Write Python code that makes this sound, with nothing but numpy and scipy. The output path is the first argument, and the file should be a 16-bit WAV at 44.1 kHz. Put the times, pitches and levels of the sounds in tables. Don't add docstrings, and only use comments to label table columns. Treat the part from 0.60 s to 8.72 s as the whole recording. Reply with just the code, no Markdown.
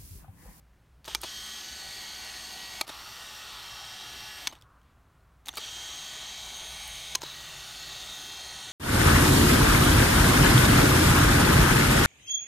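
import sys
import numpy as np
from scipy import signal
from scipy.fft import rfft, irfft
from scipy.io import wavfile
from scipy.ndimage import uniform_filter1d

SR = 44100
rng = np.random.default_rng(int(sys.argv[2]) if len(sys.argv) > 2 else 0)


def generate_wav(sig):
    pcm = np.round(np.clip(np.atleast_2d(sig).T, -1, 1) * 32767).astype(np.int16)
    wavfile.write(sys.argv[1], SR, pcm)


def decibels_to_gain(level_db):
    exponent = np.asarray(level_db, float) / 20
    return 10 ** exponent


N = 358091
TIME = np.arange(N) / SR

SHAFT_HZ, IDLER_HZ, TEETH = 213.07, 370.06, 15
RUN_ENDS = [2.25, 4.4, 6.6]
# start and stop in seconds, rubbing level in dB,
# then the ring of the barrel's front in dB as the run begins and as it ends.
RUNS = [
    (0.665, 2.21, -41, -13, -7),
    (2.32, 3.871, -43, -15, -14.5),
    (5.005, 6.55, -41, -13.5, -14),
    (6.66, 8.14, -42, -14, -12),
]
# pitch in Hz, width in Hz, then level in dB in each of the four runs.
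BARREL = [(310, 290, -7.5, -9.5, -6.5, -9.5), (805, 213, -2.5, -1.5, 1, -0.5),
          (1205, 450, -4.5, -0.5, -2.5, -1.5), (1876, 400, -4, 0, -2.5, -1),
          (2226, 200, -2, -12.5, 0, -4.5), (2920, 580, -2.5, 0, -0.5, -1.5), (3330, 160, -3, -2, -6, -7),
          (3770, 840, -1.5, -1, 4, 1.5), (4447, 450, -1, 6, -2, -12), (5250, 1070, -3, -4, -6.5, -7.5),
          (5800, 280, -6.5, -3, -0.5, -5), (6434, 610, -1, -11, 3, 2), (7330, 1800, -8.5, -8.5, -7, -8),
          (8400, 447, -6, -8.5, -5.5, -33.5), (9210, 980, -9, -12, -5.5, -6),
          (11900, 3000, -19.5, -17, -32, -35.5), (12000, 1400, -12, -15.5, -12, -24),
          (13400, 2500, -17, -16.5, -33, -13), (13450, 783, -22.5, -14, -12, -31),
          (15100, 537, -44.5, -26, -13.5, -27)]
BARREL_GROWTH = [(3, 4, 3, 7), (8.5, 6, 0, -2), (-5, -4, 0, -4.5), (1, -4, -1, -0.5), (4.5, 4.5, 11, 4),
                 (4, -2, -1.5, -1.5), (-6, 3, -13, 8), (2.5, -2.5, 0.5, -4), (0, 0, 0, 0), (-2, -2, 1, 0),
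                 (-10, -3.5, -8, -2.5), (-4, 5, 4, 0), (5.5, -3, -1.5, -4), (-5.5, 8, 11, -3),
                 (6.5, -3.5, 5, 0), (2, -3, 2, -3), (0, -2.5, 2, -2), (-0.5, 1, 3, -5),
                 (-3.5, 3.5, -1.5, -4), (3.5, -7, 4, -1)]
FRONT_RING = 8
# time in seconds, tooth tone in dB, the tone an octave above in dB.
MESH = [
    [(0.665, -58, -68), (0.75, -50, -55), (0.98, -52.5, -51.5), (1.06, -71, -57), (1.3, -67, -66),
     (1.52, -56, -58), (2.1, -69, -58)],
    [(2.32, -64, -78), (2.9, -68, -80), (3.06, -57.5, -79), (3.43, -55, -77), (3.8, -60, -78)],
    [(5.005, -53, -65), (5.2, -49, -54), (5.45, -53.5, -54), (5.8, -53, -73), (5.96, -54, -54),
     (6.5, -55, -58)],
    [(6.66, -75, -78), (7.1, -61, -74), (7.55, -57, -59), (7.7, -53, -59), (8.12, -57, -65)],
]
RUB_PER_MESH = 0.02
# stop time in seconds, then coast, pause, take-up and whine levels in dB.
REVERSALS = [
    (0.549, -49, -54, -43, -60),
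    (2.21, -48, -56, -43, -61),
    (4.884, -53, -53, -44, -58),
    (6.55, -47, -54, -41, -62),
]
LET_GO_S, COAST_S, COASTED_S, PAUSE_S, RESTART_S, TAKE_UP_S = .012, .026, .041, .051, .063, .077
LET_GO_DB, RESTART_DB = 3, -46
# time in seconds, rubbing level in dB.
WAKES = [
    (0.441, -80),
    (0.452, -42),
    (.474, -50),
    (0.492, -40.5),
    (0.544, -43),
    (4.853, -84.5),
    (4.865, -43),
    (4.878, -49),
]
PARK_S, PARK_WHINE_DB = 3.87, -55
# seconds after parking, rubbing level in dB.
WIND_DOWN = [
    (.013, -44),
    (.045, -53.5),
    (.094, -54),
    (.13, -69),
    (.164, -63),
    (.19, -81),
]
# multiple of its speed, then level in dB in each of the four runs.
SHAFT_TONES = [(1, -68, -74, -74, -74), (3, -72, -71, -66, -70), (4, -75, -62, -71, -70),
               (6, -71, -65, -68, -66), (7, -60, -61, -62, -62), (8, -64, -62, -70, -72),
               (9, -56, -64, -66, -60), (11, -63, -66, -62, -66), (12, -64, -72, -63, -66),
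               (13, -62, -60, -71, -69), (14, -62, -69, -64, -67), (16, -59, -62, -56, -59),
               (17, -62, -67, -63, -64), (18, -61, -63, -57, -71), (19, -67, -65, -60, -61),
               (20, -61, -68, -63, -58), (21, -60, -67, -67, -69), (22, -61, -67, -68, -67)]
# multiple of its speed, then level in dB in each of the four runs.
IDLER_TONES = [(2, -64, -68, -67, -66), (5, -63, -67, -68, -66), (6, -68, -72, -62, -74),
               (8, -64, -70, -60, -76), (10, -64, -64, -58, -56), (15, -65, -63, -68, -67)]
# dB going out, dB coming back.
SHAFT_GROWTH = [(-1, -3), (3, -2), (5, 4), (-11, 5), (-2, 4), (-15, 15), (5, 2), (8, 9), (7, 4), (8, 4),
                (-11, -2), (0, 3), (2, -2), (6, -1), (-5, 15), (2, 11), (-9, 9), (2, 7)]
# dB going out, dB coming back.
IDLER_GROWTH = [(7, 11), (0, -3), (5, 6), (0, 4), (-3, 9), (-15, 12)]
# pitch in Hz, then level in dB in each of the four runs.
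SIDE_TONES = [(382.7, -76, -73, -76, -70), (588.8, -76, -74, -76, -74), (1148.2, -67, -66, -68, -69),
              (1419, -74, -65, -74, -67), (2691.5, -65, -60, -64, -58), (3155.5, -64, -63, -59, -64),
              (3236.2, -61, -67, -59, -63), (3452.6, -65, -65, -65, -63), (3659.1, -67, -66, -66, -59),
              (3874.9, -69, -73, -61, -71), (3913.9, -70, -75, -63, -68), (4220.6, -76, -75, -75, -61),
              (4502.4, -58, -76, -61, -72), (6475.7, -64, -76, -63, -71)]
TONE_DRIFT_DB = 2.1
TONE_BUILD_DB, TONE_BUILD_S = -3, 0.089
# middle in seconds, half length in
# seconds, pitch in Hz, width in Hz, level in dB.
SQUEALS = [(0.521, 0.036, 3240, 500, -45), (0.664, 0.032, 3280, 300, -45.5),
           (1.328, 0.11, 4470, 160, -48.5), (2.951, 0.092, 3520, 600, -50.5), (5.047, .05, 3260, 300, -47),
           (5.65, 0.071, 3440, 700, -53), (6.692, 0.069, 3850, 260, -46.5), (7.419, 0.22, 3700, 300, -47),
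           (1.622, 0.086, 4440, 200, -54), (2.65, 0.31, 5620, 300, -55), (3.3, .3, 5530, 250, -55),
           (4.28, .06, 3000, 1800, -75), (7.25, 0.17, 4500, 300, -52.5), (6.901, .2, 370, 60, -67)]
# time in seconds, peak in dB, ring in Hz,
# time for the ring to fall 60 dB in seconds, thud in dB against the peak.
TICKS = [(.4442, -36, 4650, .006, -20), (.5486, -10, 4550, .003, -16), (.5541, -23, 3250, .008, -10),
         (2.2105, -19, 4460, .006, -14), (2.2136, -16, 4300, .008, -10), (2.2695, -40, 5000, .006, -12),
         (3.8717, -11.5, 4660, .003, -19), (3.9135, -42, 4000, .008, -10), (3.9528, -44, 3500, .008, -6),
         (3.9874, -55, 4500, .008, -10), (4.0124, -49, 5000, .005, -20), (4.0224, -42, 3460, .007, -26),
         (4.023, -51, 2650, .012, -26), (4.2155, -57, 3210, .012, -14), (4.6065, -64, 4320, .008, -14),
         (4.8557, -46, 2900, .008, -20), (4.859, -35, 6500, .008, -30), (4.8706, -38, 2680, .008, -20),
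         (4.8842, -21, 3660, .008, -14), (4.8903, -23, 3680, .008, -14), (4.9292, -43, 3600, .008, -12),
         (4.9709, -26, 4350, .008, -12), (6.5509, -17, 5800, .005, -14), (6.5542, -12, 6800, .009, -16),
         (6.6184, -28, 6800, .008, -4)]
# time in seconds, peak in dB, pitch in Hz.
SNAPS = [(.4585, -38, 12800), (.4715, -40, 12500), (4.8595, -38, 7000), (4.8805, -33, 8500),
         (.6158, -28, 8800), (.6366, -28, 8800), (1.9292, -37, 12000), (2.2771, -36, 10000),
         (2.288, -39, 11000), (3.936, -52, 9000), (4.0128, -53, 7800), (4.023, -52, 8000),
         (4.8706, -39, 8000), (4.9715, -25, 8800), (4.9564, -29, 7000), (5.3585, -37, 11000),
         (5.8602, -40, 12000), (5.9688, -33, 10000), (6.2775, -28, 11000), (6.6105, -42, 8500),
         (6.632, -35, 10000), (.4812, -39, 8500), (4.951, -42, 7000), (4.9675, -36, 14000),
         (4.977, -30, 11700), (4.9825, -30, 9500), (5.0055, -36, 9000), (4.1984, -64, 6000),
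         (4.2314, -61, 6300), (3.996, -62, 9000), (4.8845, -29, 12000), (4.8878, -33, 9000),
         (.6285, -43, 11000)]
# time and length in seconds, level in dB, ring in Hz, thud in dB.
RATTLES = [(0.4765, 0.011, -43, 3500, -40), (0.5505, 0.0055, -33, 5800, -52),
           (0.632, 0.015, -39, 4300, -39), (2.2105, 0.0055, -23, 4400, -36), (2.279, 0.004, -43, 3500, -45),
           (2.29, 0.012, -42, 3800, -42), (3.8735, 0.005, -28, 5900, -50), (3.9235, 0.013, -53, 3000, -50),
           (4.8835, 0.011, -37, 3600, -51), (4.937, 0.007, -51, 1400, -53), (4.971, 0.014, -38, 3900, -44),
           (6.5505, 0.007, -25, 6300, -40), (6.631, 0.008, -41, 5300, -40)]
# pitch in Hz, level in dB per Hz.
KNOCK = [(680, -40), (1100, -8), (2200, -4.5), (4400, 0), (6400, -3), (8900, -7), (11300, -7.5),
         (16000, -19), (17000, -60)]
# pitch in Hz, time to fall 60 dB in seconds, level in dB.
THUD = [(1200, .012, -10), (880, .022, 0), (600, .014, -1), (360, .022, -2)]
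# time in seconds, peak in dB, pitch in Hz, time to fall 60 dB in seconds.
RINGS = [(.5488, -28, 2370, 0.042), (.5495, -26, 3400, 0.025), (.551, -37, 360, 0.026),
         (.553, -30, 6300, 0.022), (.549, -27, 8800, .012), (.633, -43, 980, 0.024),
         (2.211, -28.5, 2300, 0.037), (2.211, -28, 3240, .02), (2.212, -31, 1250, 0.045),
         (3.8718, -29, 2230, 0.028), (3.8725, -21, 3390, 0.02), (3.873, -31, 1000, 0.027),
         (3.874, -43, 250, 0.038), (3.872, -22, 6420, .015), (4.885, -36, 2100, .02),
         (4.971, -36.5, 1230, .04), (4.9815, -32, 1170, 0.031), (4.975, -34, 2300, 0.048),
         (4.973, -33, 3150, .03), (4.981, -27, 4700, .025), (6.552, -23, 4120, 0.027),
         (6.553, -25, 3000, .025), (6.555, -34, 1020, 0.07), (6.552, -31, 1540, 0.012),
         (2.213, -32.5, 620, 0.031), (3.876, -33.5, 1500, .02), (3.873, -32, 2000, .015),
         (3.872, -30, 8260, 0.011), (3.872, -30, 10000, .01), (.481, -34, 3900, .02),
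         (4.985, -38, 460, .03), (6.634, -28.5, 350, 0.02), (6.632, -34, 970, 0.036),
         (6.637, -34, 3950, .04)]
RING_RISE_S = 0.00031
WHINE_AFTER_S, WHINE_S, WHINE_FROM_HZ, WHINE_TO_HZ = 0.013, 0.032, 975, 1085
# multiple of the base pitch, level in dB.
WHINE = [(2, -9), (4, -7), (6, 0), (7, -14), (10, -23), (12, -18), (13, -15)]
# pitch in Hz, level in dB per Hz.
ROOM = [(12, -28), (20, -14), (36, -22), (60, -3), (77, -12), (91, -16), (104, -11), (123, -25), (163, -21),
        (485, -30.5), (1260, -31), (2020, -36), (4810, -46), (14700, -51), (16000, -50.5)]
ROOM_DB, DEEP_DB, UPPER_DB = -62.5, -64.5, -66.5
# middle and half length in seconds, deep rise in dB, upper rise in dB.
SWELLS = [
    (0.588, 0.084, 16, 5),
    (2.24, 0.07, 7, 5.5),
    (3.6, 0.41, 6, 4),
    (6.1, 0.66, 13, 5),
    (7.19, 0.58, 7.5, 8.5),
    (8.1, 0.19, 0, 10.5),
]
# time in seconds, level in dB.
SLIDE = [
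    (3.97, -59),
    (4.0, -67),
    (4.1, -63.5),
    (4.19, -64.5),
    (4.23, -71),
    (4.5, -72),
    (4.85, -72),
]
# time in seconds, level in dB.
MURMUR = [
    (0, -85),
    (.3, -90),
    (.5, -75.5),
    (4.3, -81.5),
    (8.2, -78),
]


def evened(x):
    return x / np.sqrt(np.mean(x ** 2) + 1e-20)


def coloured(x, points):
    f, db = np.transpose(points)
    hz = np.fft.rfftfreq(len(x), 1 / SR)
    colour = decibels_to_gain(np.interp(np.log(hz + 1), np.log(f + 1), db))
    return evened(irfft(rfft(x) * colour, len(x)))


def curve(rows, column=1, t=TIME):
    return np.interp(t, [r[0] for r in rows], [r[column] for r in rows])


def wander(count, t, hz):
    f = np.geomspace(hz / 10, hz, 12)[:, None]
    drifts = []
    for phase in rng.random((count, 12)):
        waves = np.sin(2 * np.pi * (f * t + phase[:, None])) / np.sqrt(f)
        drifts.append(evened(waves.sum(0)))
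    return np.array(drifts)


def ring(x, hz, t60):
    r = decibels_to_gain(-60 / (max(t60, .001) * SR))
    return signal.lfilter([1], [1, -2 * r * np.cos(2 * np.pi * hz / SR), r * r], x)


def band(hz, width):
    once = ring(rng.standard_normal(N), hz, 3.5 / width)
    return evened(ring(once, hz, 3.5 / width))


def add(mix, s, sound):
    part = mix[round(s * SR):][:len(sound)]
    part += sound[:len(part)]


def load():
    points = WAKES + [(PARK_S + s, db) for s, db in WIND_DOWN]
    for stop, coast, pause, take_up, _ in REVERSALS:
        points += [(stop + LET_GO_S, coast + LET_GO_DB), (stop + COAST_S, coast),
                   (stop + COASTED_S, coast - 1), (stop + PAUSE_S, pause),
                   (stop + RESTART_S, RESTART_DB), (stop + TAKE_UP_S, take_up)]
    points = [(s, db - 2) for s, db in points]
    for (start, stop, db, *_), mesh in zip(RUNS, MESH):
        mesh = mesh + [(stop, mesh[-1][1])]
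        usual = np.mean([row[1] for row in mesh])
        points += [(row[0], db + RUB_PER_MESH * (row[1] - usual)) for row in mesh]
    return sorted(points)


def rubbing():
    turn = 2 * np.pi * SHAFT_HZ * TIME
    grit = decibels_to_gain(1.9 * rng.standard_normal(N))
    press = 1 + 0.14 * np.cos(turn) + 0.098 * np.cos(2 * turn)
    drive = rng.standard_normal(N) * grit * press
    hz, t, z = signal.stft(drive, SR, nperseg=1024, noverlap=768)

    run = np.searchsorted(RUN_ENDS, t)
    start, stop = np.array(RUNS)[run, :2].T
    travel = np.clip((t - start) / (stop - start) - .5, -.5, .5)
    modes = np.array(BARREL)
    db = modes[:, 2:][:, run] + 1.3 * wander(count=len(modes), t=t, hz=3)
    db += np.array(BARREL_GROWTH)[:, run] * travel
    front = []
    for s, e, _, first, last in RUNS:
        front += [(s + 0.21, first), (s + 0.53, last), (e, last)]
    db[FRONT_RING] = 10.35 + 0.68 * curve(front, t=t)

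    shape = 1 / (1 + (2 * (hz[:, None] - modes[:, 0]) / modes[:, 1]) ** 2) ** 1.38
    slip_db = np.clip(curve(load(), t=t) + 46, -6.5, 0)
    octaves = np.log2(np.clip(hz[:, None], 500, 4800) / 3000)
    power = shape @ decibels_to_gain(2 * db) * decibels_to_gain(1.3 * slip_db * octaves)
    patches = uniform_filter1d(rng.standard_normal(power.shape), size=5, axis=0)
    patches = uniform_filter1d(patches, size=30, axis=1)
    power *= decibels_to_gain(2 * 1.8 * evened(patches))
    rung = signal.istft(z * np.sqrt(power / power.mean(0)), SR, nperseg=1024, noverlap=768)[1][:N]
    return evened(rung) * decibels_to_gain(-1.92 + curve(load()))


def gear_tones():
    out, mesh_hz = np.zeros(N), TEETH * SHAFT_HZ
    tones = np.vstack([SHAFT_TONES, IDLER_TONES, SIDE_TONES])
    counts = [len(SHAFT_TONES), len(IDLER_TONES), len(SIDE_TONES)]
    tone_hz = tones[:, 0] * np.repeat([SHAFT_HZ, IDLER_HZ, 1], counts)
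    growth = np.vstack([SHAFT_GROWTH, IDLER_GROWTH, np.zeros((len(SIDE_TONES), 2))])
    for run, ((start, stop, *_), mesh) in enumerate(zip(RUNS, MESH)):
        t = np.arange(start - .022, stop, 1 / SR)
        slow = t[::200]
        travel = np.clip((slow - start) / (stop - start) - .5, -.4, .4)
        db = tones[:, [1 + run]] + growth[:, [run % 2]] * travel - 0.5
        db += TONE_DRIFT_DB * wander(count=len(tones), t=slow, hz=16)
        db += TONE_BUILD_DB * np.exp(-(slow - slow[0]) / TONE_BUILD_S)
        tooth_db = curve(mesh, column=1, t=slow) + 3.9
        octave_db = curve(mesh, column=2, t=slow) + 1.24
        lag = 0.0029 * wander(count=1, t=slow, hz=14)[0] / SHAFT_HZ
        t_shaft = t + np.interp(t, slow, lag)
        sound = np.zeros(len(t))
        for f, d in zip([*tone_hz, mesh_hz, 2 * mesh_hz], [*db, tooth_db, octave_db]):
            sound += np.interp(t, slow, decibels_to_gain(d)) * np.sin(2 * np.pi * (f * t_shaft + rng.random()))
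        add(out, t[0], np.sqrt(2) * sound * np.clip((t - t[0]) / .02, 0, 1))
    return out


def squeals():
    out = np.zeros(N)
    for s, half, hz, width, db in SQUEALS:
        t = np.arange(-2 * half, 2 * half, 1 / SR)
        sung = evened(ring(rng.standard_normal(2 * SR), hz, 2.2 / width))
        add(out, s + t[0], decibels_to_gain(db) * np.exp(-(t / half) ** 4) * sung[-len(t):])
    return out


def knock(burst, hz, t60, modes):
    direct = coloured(burst, KNOCK)
    bright = evened(.9 * direct + evened(ring(direct, hz, t60)))
    push = np.gradient(burst)
    thud = sum(decibels_to_gain(db) * evened(ring(push, f, decay)) for f, decay, db in modes)
    return bright, evened(thud)


def knocks():
    out, t = np.zeros(N), np.arange(-200, 2800) / SR
    contact = np.maximum(t, 0) * np.exp(-abs(t) / .00045)
    for s, db, hz, t60, thud_db in TICKS:
        burst = rng.standard_normal(len(t)) * contact
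        bright, thud = knock(burst, hz, t60, THUD[:2])
        tick = bright / abs(bright).max() + decibels_to_gain(thud_db) * thud / abs(thud).max()
        add(out, s + t[0], decibels_to_gain(db) * tick)
    for s, db, hz in SNAPS:
        crack = np.diff(rng.standard_normal(len(t) + 2), n=2) * contact
        snap = evened(crack) + .9 * evened(ring(crack, hz, .004))
        add(out, s + t[0], decibels_to_gain(db) * snap / abs(snap).max())
    for s, length, db, hz, thud_db in RATTLES:
        grip = np.clip(t / (.12 * length), 0, 1) * np.clip(1 - .4 * t / length, 0, 1)
        grip *= np.exp(-np.maximum(t - length, 0) / .0015)
        uneven = decibels_to_gain(2.0 * rng.standard_normal(len(t)))
        bright, thud = knock(rng.standard_normal(len(t)) * uneven * grip, hz, .005, THUD)
        rattle = decibels_to_gain(db - 1.5) * bright + decibels_to_gain(thud_db + .6) * thud
        add(out, s + t[0], np.sqrt(length * SR / len(t)) * rattle)
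    return out


def rings():
    out, t = np.zeros(N), np.arange(3000) / SR
    for s, db, hz, t60 in RINGS:
        level = decibels_to_gain(db - 60 * t / max(t60, .003)) * (1 - np.exp(-t / RING_RISE_S))
        add(out, s, level * np.sin(2 * np.pi * hz * t))
    return out


def whines():
    out = np.zeros(N)
    glide = np.linspace(0, 1, round(WHINE_S * SR)) ** 0.655
    turns = np.cumsum(WHINE_FROM_HZ + (WHINE_TO_HZ - WHINE_FROM_HZ) * glide) / SR
    for stop, *_, db in REVERSALS + [(PARK_S, PARK_WHINE_DB)]:
        flutter_db = 4 * wander(count=len(WHINE), t=turns / WHINE_TO_HZ, hz=150)
        tone = sum(decibels_to_gain(d + f) * np.sin(2 * np.pi * k * turns) for (k, d), f in zip(WHINE, flutter_db))
        add(out, stop + WHINE_AFTER_S, decibels_to_gain(db) * tone * signal.windows.tukey(len(turns), .4))
    return out


def room():
    hiss = decibels_to_gain(ROOM_DB + 1.0) * coloured(rng.standard_normal(N), ROOM)
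    deep, upper = sum(np.outer(db, np.exp(-((TIME - s) / half) ** 2)) for s, half, *db in SWELLS)
    rumble = decibels_to_gain(DEEP_DB + deep - 4.5) * band(57.2, 30)
    rumble += decibels_to_gain(UPPER_DB + upper - 3.0) * evened(band(119.3, 13) + band(149, 49))
    slide_db = curve([(SLIDE[0][0] - .02, -99)] + SLIDE + [(SLIDE[-1][0] + .02, -99)])
    slide = decibels_to_gain(slide_db) * evened(band(1100, 400) + 0.95 * band(1400, 900))
    murmur = decibels_to_gain(curve(MURMUR)) * band(740, 450)
    return hiss + rumble + slide + murmur


def scene():
    motor = rubbing() + gear_tones() + squeals()
    impacts = knocks() + rings()
    return np.tile(motor + impacts + whines() + room(), (2, 1))


def roll_off(x):
    return signal.sosfilt(signal.butter(12, 16820, fs=SR, output="sos"), x)


def record(dry):
    limited = signal.oaconvolve(dry, signal.firwin(255, 16150, fs=SR)[None], "same")
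    return roll_off(limited)


dry = scene()
out = record(dry)
generate_wav(out)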